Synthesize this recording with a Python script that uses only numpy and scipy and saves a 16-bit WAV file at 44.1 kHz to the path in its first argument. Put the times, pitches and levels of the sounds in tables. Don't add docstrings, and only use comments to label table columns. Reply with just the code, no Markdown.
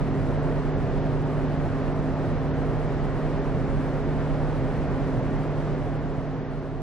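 import sys
import numpy as np
from scipy import signal
from scipy.fft import rfft, irfft, next_fast_len
from scipy.io import wavfile
from scipy.ndimage import uniform_filter1d

SR = 44100
rng = np.random.default_rng(int(sys.argv[2]) if len(sys.argv) > 2 else 0)


def gain_from_db(level_db):
    decades = np.asarray(level_db, float) / 20
    return 10 ** decades


def wav_record(signal):
    frames = np.transpose(np.atleast_2d(signal))
    bounded = np.clip(frames, -1, 1)
    quanta = np.round(bounded * 32767).astype(np.int16)
    wavfile.write(sys.argv[1], SR, quanta)


N = 300747
SIZE = next_fast_len(N)
SECONDS = np.arange(N) / SR
BINS_HZ = np.fft.rfftfreq(SIZE, 1 / SR)


def shape(table, hz=BINS_HZ):
    points, db = np.transpose(table)
    return gain_from_db(np.interp(np.log(hz + 1), np.log(points), db))


def walk(rate):
    hold = int(SR / rate)
    levels = np.repeat(rng.standard_normal(N // hold + 1), hold)
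    smooth = uniform_filter1d(uniform_filter1d(levels, hold), hold)
    return 1.374 * smooth[:N]


def tone(hz, db):
    turns = np.cumsum(hz) / SR + rng.random()
    return np.sqrt(2) * gain_from_db(db) * np.sin(2 * np.pi * turns)


def diesel(speed):
    exhaust = {5: -64, 6: -62.5, 7: -52.5, 8: -44, 9: -47, 10: -38.4, 11: -54, 13: -50.5, 16: -52}
    cycle_hz = 4.277
    return sum(tone(k * cycle_hz * speed, db + 1.4 * walk(1.7)) for k, db in exhaust.items())


def fans(speed):
    big = tone(149.39 * speed, -31.5 + 0.53 * walk(2.5))
    small = tone(267.07 * speed, -35.5 + 0.73 * walk(2.5))
    return big + small


def whistles(speed):
    # pitch in Hz, wander in Hz, level in dB rms.
    whines = [(298.2, .6, -51), (398.3, .3, -55), (520.8, .3, -57), (1190.3, .8, -66), (1903.6, .8, -63.5)]
    total = 0
    for hz, wander_hz, db in whines:
        pitch = hz * speed + wander_hz * walk(3.12)
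        total = total + tone(pitch, db + 1.1 * walk(3.5))
    return total


def moving_air(colour, flicker_db, rate):
    # frequency in Hz, level in dB relative to the shared sound.
    diffuse = [(30, -15), (80, -15), (120, -22), (350, -19), (1000, -14), (2500, -7), (5000, -3),
               (9000, -.5)]
    octave = np.log2(BINS_HZ + 1)
    noise = rfft(rng.standard_normal((2, SIZE))) * np.sqrt(SR / 2) * shape(colour)
    noise[1] *= shape(diffuse)
    total = 0
    for centre in range(3, 16):
        band = np.cos(np.pi / 2 * np.clip(octave - centre, -1, 1)) ** 2
        total = total + irfft(noise * band, SIZE)[:, :N] * gain_from_db(flicker_db * walk(rate))
    return total


def duct_air():
    # frequency in Hz, level in dB per Hz.
    roar = [(12, -81.5), (24, -70), (36, -58.5), (58, -55.5), (72, -52), (82, -65), (100, -52),
            (125, -49.5), (140, -55), (240, -56.5), (310, -59), (400, -56.5), (520, -63), (3000, -130)]
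    return gain_from_db(-0.5) * moving_air(roar, flicker_db=0.3, rate=6)


def sea_wash():
    # frequency in Hz, level in dB per Hz.
    foam = [(200, -71), (450, -64), (640, -60.5), (760, -65), (1000, -68.5), (1400, -73), (1880, -77),
            (1950, -78.5), (2600, -85), (3500, -90.5), (5000, -96), (7000, -103), (9500, -107),
            (16000, -120)]
    return gain_from_db(-0.5) * moving_air(foam, flicker_db=0.46, rate=9)


def fade_db(seconds):
    return -4 * np.maximum(seconds - 5.34, 0) ** 1.4


def scattered_treble(x):
    # frequency in Hz, step in dB.
    coarse = [(500, -56), (4000, -61), (7000, -56), (10000, -52), (15000, -52.5)]
    frame, first_start, top_hz = 1024, 640, 15600
    frame_swing_db, band_swing_db = 4.6, 2.6
    n, k = np.arange(2 * frame) + 0.5, np.arange(frame) + 0.5
    basis = np.cos(np.pi / frame * np.outer(n + frame / 2, k)) * np.sqrt(2 / frame)
    basis *= np.sin(np.pi * n / (2 * frame))[:, None]
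    lead, count = 2 * frame - first_start, N // frame + 4
    padded = np.pad(x, ((0, 0), (lead, count * frame - N - lead)))
    blocks = padded.reshape(2, count, frame)
    lines = np.concatenate([blocks[:, :-1], blocks[:, 1:]], axis=2) @ basis

    chance = rng.standard_normal(count)
    frame_db = frame_swing_db * np.clip(chance[1:] + 0.3 * chance[:-1], -1.3, 2.3)
    frame_db += 0.55 * fade_db(np.arange(count - 1) * frame / SR)
    band_db = band_swing_db * np.repeat(rng.standard_normal((count - 1, 128)), 8, axis=1)
    hz = k * SR / (2 * frame)
    step = shape(coarse, hz=hz) * gain_from_db(frame_db[:, None] + band_db)

    rounded = np.sign(lines) * np.floor(np.abs(lines) / step + 0.4) * step
    back = (rounded * (hz < top_hz)) @ basis.T
    joined = back[:, 1:, :frame] + back[:, :-1, frame:]
    return joined.reshape(2, -1)[:, lead - frame:lead - frame + N]


def scene():
    # time in seconds, speed off normal in per mille.
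    speed_rise = [
        (0, -1.1),
        (2.3, -1.1),
        (3.4, .6),
        (6.82, 1.1),
    ]
    times, per_mille = np.transpose(speed_rise)
    speed = 1 + np.interp(SECONDS, times, per_mille) / 1000
    sound = duct_air() + sea_wash()
    sound[0] += diesel(speed) + fans(speed) + whistles(speed)
    return sound * gain_from_db(fade_db(SECONDS))


def low_pass(x):
    return signal.sosfilt(signal.butter(12, 21000, fs=SR, output="sos"), x)


def record(dry):
    mismatch = -1 / (0.5 + 1j * BINS_HZ / 57) - 0.04
    hole_lag = 1j * 0.18 * np.sin(np.pi / 2 * np.minimum(BINS_HZ / 3600, 2))
    side = irfft(rfft(dry[0], SIZE) * (mismatch + hole_lag), SIZE)[:N] + dry[1]
    pair = np.array([dry[0] + side, dry[0] - side])
    hiss = gain_from_db(-105) * rng.standard_normal((2, N))
    return low_pass(scattered_treble(pair) + hiss)


dry = scene()
out = record(dry)
wav_record(out)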